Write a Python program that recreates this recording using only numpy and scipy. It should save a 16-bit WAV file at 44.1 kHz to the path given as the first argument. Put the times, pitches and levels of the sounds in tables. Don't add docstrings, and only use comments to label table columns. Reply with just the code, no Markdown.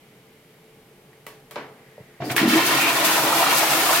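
import sys
import numpy as np
from scipy import signal
from scipy.fft import rfft, irfft
from scipy.io import wavfile

SR = 44100
rng = np.random.default_rng(int(sys.argv[2]) if len(sys.argv) > 2 else 0)


def materialize(psi):
    bounded = np.clip(np.atleast_2d(psi).T, -1, 1)
    quanta = np.round(bounded * 32767).astype(np.int16)
    wavfile.write(sys.argv[1], SR, quanta)


N = 176400
T = np.arange(N) / SR

# pitch_hz, likeness [0-1]
LIKENESS = [(250, 1), (500, 0.95), (950, 0.73), (1900, 0.41), (3800, 0.1), (7300, 0.022)]
# pitch_hz, lead_radians
LEFT_LEAD = [(400, 0.11), (850, 0.45), (3500, 0.2)]
CUTOFF_HZ = 16000
# delay_s, level_db
ECHOES = [(.0023, -6), (.0067, -9.5), (.0094, -20)]
# pitch_hz, t60_s
ROOM_T60 = [(200, 0.64), (700, 0.69), (1840, 0.41), (4850, 0.43), (12800, 0.25)]
PATH_SWAY = 0.0608

# pitch_hz, level_db
AIR = [(15, -45), (25, -10), (74, -18.5), (141, -1), (354, -8.5), (439, -8), (624, -11), (962, -16.5),
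       (3080, -21), (6050, -27.5), (12900, -26), (16000, -32)]
# pitch_hz, width_hz, level_db
HUM = [(137.7, 7.2, 2), (355, 2.4, 1), (438.5, 14.5, 2.5), (797, 22, -12)]
# pitch_hz, level_db
WHINE = [(9652, -77), (12888, -74), (12947, -78)]
AIR_DB, HUM_DB, HUM_WAVER_DB = -54, -55.5, 1
HUM_SWELL_DB, HUM_SWELL_S = 5.5, 1

# pitch_hz, width_hz, level_db
PIPE_HISS = [(2170, 400, 5), (2900, 300, -2.5)]
HISS_DB, HISS_FADE_DB_PER_S = -60.5, 3.5
LEAK_START_S, LEAK_HZ, LEAK_WIDTH_HZ, LEAK_DB = 1.7, 1910, 430, -57.5

# start_s, level_db, dull_above_hz, thin_below_hz, part_pitch_hz
KNOCKS = [(1.130, -36, 2900, 1600, 1900), (1.2659, -22.5, 14700, 306, 2000),
          (1.510, -24.5, 13800, 490, 3230), (1.558, -16.5, 5140, 258, 5150), (1.563, -13, 1690, 123, 947),
          (1.579, -20, 2800, 300, 1200), (1.979, -20.5, 670, 470, 587), (2.002, -16, 150, 111, 137),
          (2.203, -22.5, 1500, 116, 790), (2.220, -17.5, 2800, 400, 720), (2.299, -19, 3500, 400, 2100),
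          (2.315, -16, 15000, 1200, 1890), (2.3645, -2, 14600, 1300, 1700), (2.380, -.5, 4000, 1330, 1910)]
# pitch_hz, level_db, t60_s
CISTERN = [(427, 7.5, 0.44), (484, 3, 0.28), (597, 8, 0.24), (929, 4.5, 0.22), (1119, 7.5, 0.25),
           (2256, 5.5, .17), (2970, 1.5, .2), (4170, -4.5, 0.28), (5230, -6, 0.26)]
# pitch_hz, level_db
CRACK = [(100, 4), (400, 6.5), (1100, 4), (2000, 6.5), (4000, -1.5), (6500, -5.5), (12000, -1), (16000, 2)]
CISTERN_DB, CRACK_DB, KNOCK_DIRECT_DB = -32.5, 18, -6
CRACK_DECAY_S = 0.0027
PART_DB, PART_T60_S, PART_TOP_HZ = -13, 0.047, 2580

# start_s, level_db
JOLTS = [(2.201, -32), (2.219, -26.5), (2.305, -27)]
# pitch_hz, level_db, t60_s
PIPE = [(127, 2, 0.16), (659, 2, 0.09), (720, -1.5, 0.27)]

# start_s, level_db, start_pitch_hz
GULPS = [(2.278, -13.5, 290), (2.413, -7.5, 235), (2.428, -0.5, 295), (2.45, -3.5, 223), (2.476, -4.5, 251),
         (2.531, -0.5, 272), (2.554, -1, 315), (2.981, -3.5, 953), (3.424, -4, 926)]
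# pitch_hz, width_hz, level_db
BOWL = [(133, 52, -17), (207, 6, 7), (237.4, 12, 4), (287, 3.2, -2), (325.7, 9.7, 4.5), (447, 12, -13)]
GULP_RISE_PER_S = 9.3
GULP_PEAK_S, GULP_DB, GULP_RING_DB = 0.00375, -14, 5

# start_s, hold_s, pitch_hz, level_db
JETS = [(2.243, 0.029, 4750, -44), (2.798, 0.093, 2450, -23)]
JET_RELEASE_S = 0.029
JET_WIDTH_HZ = 620

# pitch_hz, width_hz, level_db
DRAIN = [(137, 28, 3.5), (280.2, 12.7, -4.5), (322.5, 14.5, -2.5), (415, 44, -11)]
# pitch_hz, width_hz, level_db
BASIN = [(681, 40, 6.5), (762, 12, 6.5), (835, 8.7, 5.5), (974, 62, -1), (1029, 30, 0), (1230, 9.6, 1.5)]
# time_s, level_db
RUMBLE = [(2.2, -45), (2.22, -31.5), (2.4, -32), (2.43, -25.5), (2.796, -31.5), (4.0, -33.5)]
GURGLE = [(2.2, -60), (2.224, -56), (2.25, -58), (2.394, -30), (2.53, -31.5), (2.57, -21.5), (2.66, -28.5),
          (2.746, -20), (2.78, -26.5), (3.41, -22), (3.428, -17), (3.46, -22.5), (3.888, -22.5),
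          (3.91, -17), (3.97, -25)]
SPLASH = [(2.2, -48), (2.22, -42), (2.29, -45.5), (2.304, -29.5), (2.35, -43), (2.38, -24), (2.47, -30.5),
          (2.5, -22), (2.6, -22.5), (2.886, -23.5), (2.922, -26), (3.092, -22), (3.252, -27.5),
          (3.368, -23.5), (4.0, -24.5)]
SPRAY = [(2.2, -85), (2.254, -46), (2.304, -44), (2.32, -34), (2.354, -53), (2.364, -31), (2.464, -40.5),
         (2.49, -27), (2.64, -32.5), (2.666, -23.5), (2.70, -28), (3.036, -29), (3.052, -20),
         (3.085, -24.5), (3.28, -27), (3.54, -25.5), (3.572, -22), (3.61, -25.5), (4.0, -24.5)]
# pitch_hz, level_db
RUMBLE_COLOUR = [(25, -17), (80, -23), (118, -11.5), (330, 8), (500, -2), (800, 5), (2000, -57)]
GURGLE_COLOUR = [(80, -50), (200, -6.5), (400, -7.5), (650, -3), (1000, 2.5), (1350, 3.5), (2000, -12),
                 (5000, -54)]
SPLASH_COLOUR = [(100, -33), (500, -27), (1100, -5.5), (1600, 0.5), (2600, -0.5), (3600, -5), (4800, -8.5),
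                 (7000, -18), (16000, -52)]
SPRAY_COLOUR = [(100, -45), (1500, -18), (3500, 1), (5000, 0.5), (9500, 0.2), (13000, 1.8), (16000, -3)]
RUMBLE_DB, GURGLE_DB, SPLASH_DB, SPRAY_DB = 1, -0.5, 1.5, 3
RUMBLE_WASH_DB, ONSET_S = -15, 0.0098
BUBBLES_PER_S, BUBBLE_LOW_HZ, BUBBLE_HIGH_HZ = 1300, 425.4, 1798
BUBBLE_CYCLES = 11
BUBBLE_RISE, BUBBLE_SPREAD_DB, CHURN_DB = .02, 3.5, 5
SPLASHES_PER_S, DROPS_PER_S = 2500, 5900
SPRAY_PAN_DB = 0.8
SURGE_RATE_HZ, SURGE_DB, GURGLE_FLUTTER_DB, SPRAY_FLUTTER_DB = 20, .45, .5, .8


def from_db(db):
    return 10 ** (np.asarray(db) / 20)


def rms_one(x):
    return x / np.sqrt(np.mean(x ** 2) + 1e-20)


def at_hz(points, hz):
    points = np.array(points)
    return np.interp(np.log(hz + 1), np.log(points[:, 0]), points[:, 1])


def bins(x):
    return np.fft.rfftfreq(x.shape[-1], 1 / SR)


def coloured(x, colour):
    return irfft(rfft(x) * from_db(at_hz(colour, bins(x))), x.shape[-1])


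def butter(x, hz, kind, order=2):
    sections = signal.butter(order, np.clip(hz, 10, SR / 2 - 100), kind, fs=SR, output="sos")
    return signal.sosfilt(sections, x + 1e-18)


def resonate(x, table):
    out = 0
    for hz, width, db in table:
        radius = np.exp(-np.pi * width / SR)
        feed = np.array([1, 0, -1]) * (1 - radius * radius) / 2
        feedback = [1, -2 * radius * np.cos(2 * np.pi * hz / SR), radius * radius]
        out = out + from_db(db) * signal.lfilter(feed, feedback, x + 1e-18)
    return out


def drift(rate):
    return rms_one(irfft(rfft(rng.standard_normal(N)) / (1 + (bins(T) / rate) ** 2), N))


def add(track, s, sound):
    start = int(s * SR)
    track[..., start:start + sound.shape[-1]] += sound[..., :N - start]


def stereo(pair):
    (mid, side), hz = rfft(pair), bins(pair)
    alike = np.clip(at_hz(LIKENESS, hz), -1, 1)
    sign = np.array([[1], [-1]])
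    spectrum = np.sqrt((1 + alike) / 2) * mid + np.sqrt((1 - alike) / 2) * side * sign
    return irfft(spectrum * np.exp(.5j * sign * at_hz(LEFT_LEAD, hz)), pair.shape[-1])


def noise():
    return stereo(rng.standard_normal((2, N)))


def near_walls(x):
    def echo(channel, s):
        delay = s * (1 + PATH_SWAY * drift(0.502))
        return np.interp(T - delay, T, channel)
    return np.array([channel + sum(from_db(db) * echo(channel, s) for s, db in ECHOES) for channel in x])


def reflections(colour):
    t, edges = T[:SR // 2], np.geomspace(20, SR / 2, 13)
    source = rfft(coloured(stereo(rng.standard_normal((2, len(t)))), colour))
    hz, tail = bins(t), 0
    for low, high in zip(edges, edges[1:]):
        band = irfft(source * ((hz >= low) & (hz < high)), len(t))
        tail = tail + band * from_db(-60 * t / at_hz(ROOM_T60, np.sqrt(low * high)))
    return tail * np.sqrt(2 * np.log(1000) / (ROOM_T60[-1][1] * SR))


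def struck(modes):
    t, out = T[:SR // 2], 0
    for hz, db, t60 in modes:
        decay = from_db(db + rng.normal(0, 1) - 60 * t / t60)
        out = out + decay * np.sin(2 * np.pi * hz * t) * rng.choice([-1, 1])
    return out


def background():
    air = from_db(AIR_DB) * rms_one(coloured(noise(), AIR))
    swell_db = -HUM_SWELL_DB * np.maximum(1 - T / HUM_SWELL_S, 0)
    hum = from_db(HUM_DB + swell_db) * rms_one(resonate(noise(), HUM))
    hum = hum * from_db(HUM_WAVER_DB * drift(rate=6.2))
    whine = sum(from_db(db) * np.sin(2 * np.pi * hz * T) for hz, db in WHINE)
    return air + hum + whine


def pipes():
    hiss = from_db(HISS_DB - HISS_FADE_DB_PER_S * T) * rms_one(resonate(noise(), PIPE_HISS))
    leak = from_db(LEAK_DB) * rms_one(resonate(noise(), [(LEAK_HZ, LEAK_WIDTH_HZ, 0)]))
    return hiss + leak * np.clip((T - LEAK_START_S) / .1, 0, 1)


def knocks():
    out, t = np.zeros((2, N)), T[:SR // 2]
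    for s, db, dull_hz, thin_hz, part_hz in KNOCKS:
        crack = coloured(stereo(rng.standard_normal((2, len(t)))), CRACK)
        crack = crack * np.exp(-t / CRACK_DECAY_S) / np.sqrt(CRACK_DECAY_S * SR)
        contact = from_db(CRACK_DB) * (from_db(KNOCK_DIRECT_DB) * crack + reflections(CRACK) / 2)
        case = from_db(CISTERN_DB) * struck(CISTERN)
        part = butter(struck([(part_hz, PART_DB, PART_T60_S)]), PART_TOP_HZ, "low")
        knock = butter(contact + case + part, dull_hz, "low", order=3)
        add(out, s, from_db(db) * butter(knock, thin_hz, "high", order=3))
    return out


def jolts():
    out = np.zeros(N)
    for s, db in JOLTS:
        add(out, s, from_db(db) * struck(PIPE))
    return butter(butter(out, hz=101, kind="high", order=3), hz=1000, kind="low")


def gulps():
    out, t = np.zeros(N), T[:SR // 10]
    for s, db, hz in GULPS:
        swell = t / GULP_PEAK_S
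        cycles = np.cumsum(hz * (1 + GULP_RISE_PER_S * t)) / SR
        add(out, s, from_db(db + GULP_DB) * swell * np.exp(1 - swell) * np.sin(2 * np.pi * cycles))
    return butter(out, hz=131, kind="high") + from_db(GULP_RING_DB) * resonate(out, BOWL)


def drops(rate, spread_db, wash_db):
    sizes = from_db(spread_db * np.minimum(rng.exponential(1, (2, N)), 4))
    sizes = sizes * rng.choice([-1, 1], (2, N))
    impacts = sizes * (rng.random((2, N)) < rate / SR)
    return rms_one(stereo(impacts)) + from_db(wash_db) * noise()


def jet():
    out, water = 0, drops(DROPS_PER_S, spread_db=4.5, wash_db=0)
    for s, hold_s, hz, db in JETS:
        tone = [(hz, JET_WIDTH_HZ, 0)]
        envelope = (T > s) * np.exp(-np.maximum(T - s - hold_s, 0) / JET_RELEASE_S)
        out = out + from_db(db) * envelope * rms_one(resonate(resonate(water, tone), tone))
    return out


def bubbles():
    out = np.zeros((2, N))
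    for when, size, strength, place in rng.random((int(BUBBLES_PER_S * N / SR), 4)):
        hz = BUBBLE_LOW_HZ * (BUBBLE_HIGH_HZ / BUBBLE_LOW_HZ) ** size
        age = T[:int(4 * BUBBLE_CYCLES / hz * SR)] * hz / BUBBLE_CYCLES
        ring = np.exp(-age) * np.sin(2 * np.pi * BUBBLE_CYCLES * age * (1 + BUBBLE_RISE * age))
        pan = np.sin(2 * np.pi * place + np.array([[0], [np.pi / 2]]))
        gain = from_db(BUBBLE_SPREAD_DB * min(-np.log(strength), 4)) * pan
        add(out, when * N / SR, gain * ring)
    return rms_one(stereo(out))


def flow(curve):
    s, db = np.transpose(curve)
    return from_db(np.interp(T, s, db)) * np.clip((T - s[0]) / ONSET_S, 0, 1)


def rush():
    surge = drift(SURGE_RATE_HZ)

    def part(x, colour, db, surge_db, flutter_db):
        sway_db = surge_db * surge + flutter_db * drift(rate=15)
        return from_db(db) * rms_one(coloured(x, colour) * from_db(sway_db))

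    turbulence = noise()
    running = resonate(turbulence, DRAIN) + from_db(RUMBLE_WASH_DB) * turbulence
    rumble = part(running, RUMBLE_COLOUR, RUMBLE_DB, surge_db=-0.05, flutter_db=0.0)

    churn = bubbles() + from_db(CHURN_DB) * noise()
    churn = churn + resonate(churn, BASIN)
    gurgle = part(churn, GURGLE_COLOUR, GURGLE_DB, SURGE_DB, GURGLE_FLUTTER_DB)

    slaps = drops(SPLASHES_PER_S, spread_db=3.5, wash_db=2)
    slaps = near_walls(slaps) + resonate(slaps, BASIN)
    splash = part(slaps, SPLASH_COLOUR, SPLASH_DB, SURGE_DB, SPRAY_FLUTTER_DB)

    fine = near_walls(drops(DROPS_PER_S, spread_db=7.5, wash_db=5.0))
    spray = part(fine, SPRAY_COLOUR, SPRAY_DB, SURGE_DB, SPRAY_FLUTTER_DB)
    spray = spray * from_db([[SPRAY_PAN_DB], [-SPRAY_PAN_DB]])
    return rumble * flow(RUMBLE) + gurgle * flow(GURGLE) + splash * flow(SPLASH) + spray * flow(SPRAY)


def scene():
    return background() + pipes() + knocks() + jolts() + gulps() + jet() + rush()


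def record(dry):
    return signal.sosfilt(signal.ellip(12, .1, 80, CUTOFF_HZ, fs=SR, output="sos"), dry)


dry = scene()
out = record(dry)
materialize(out)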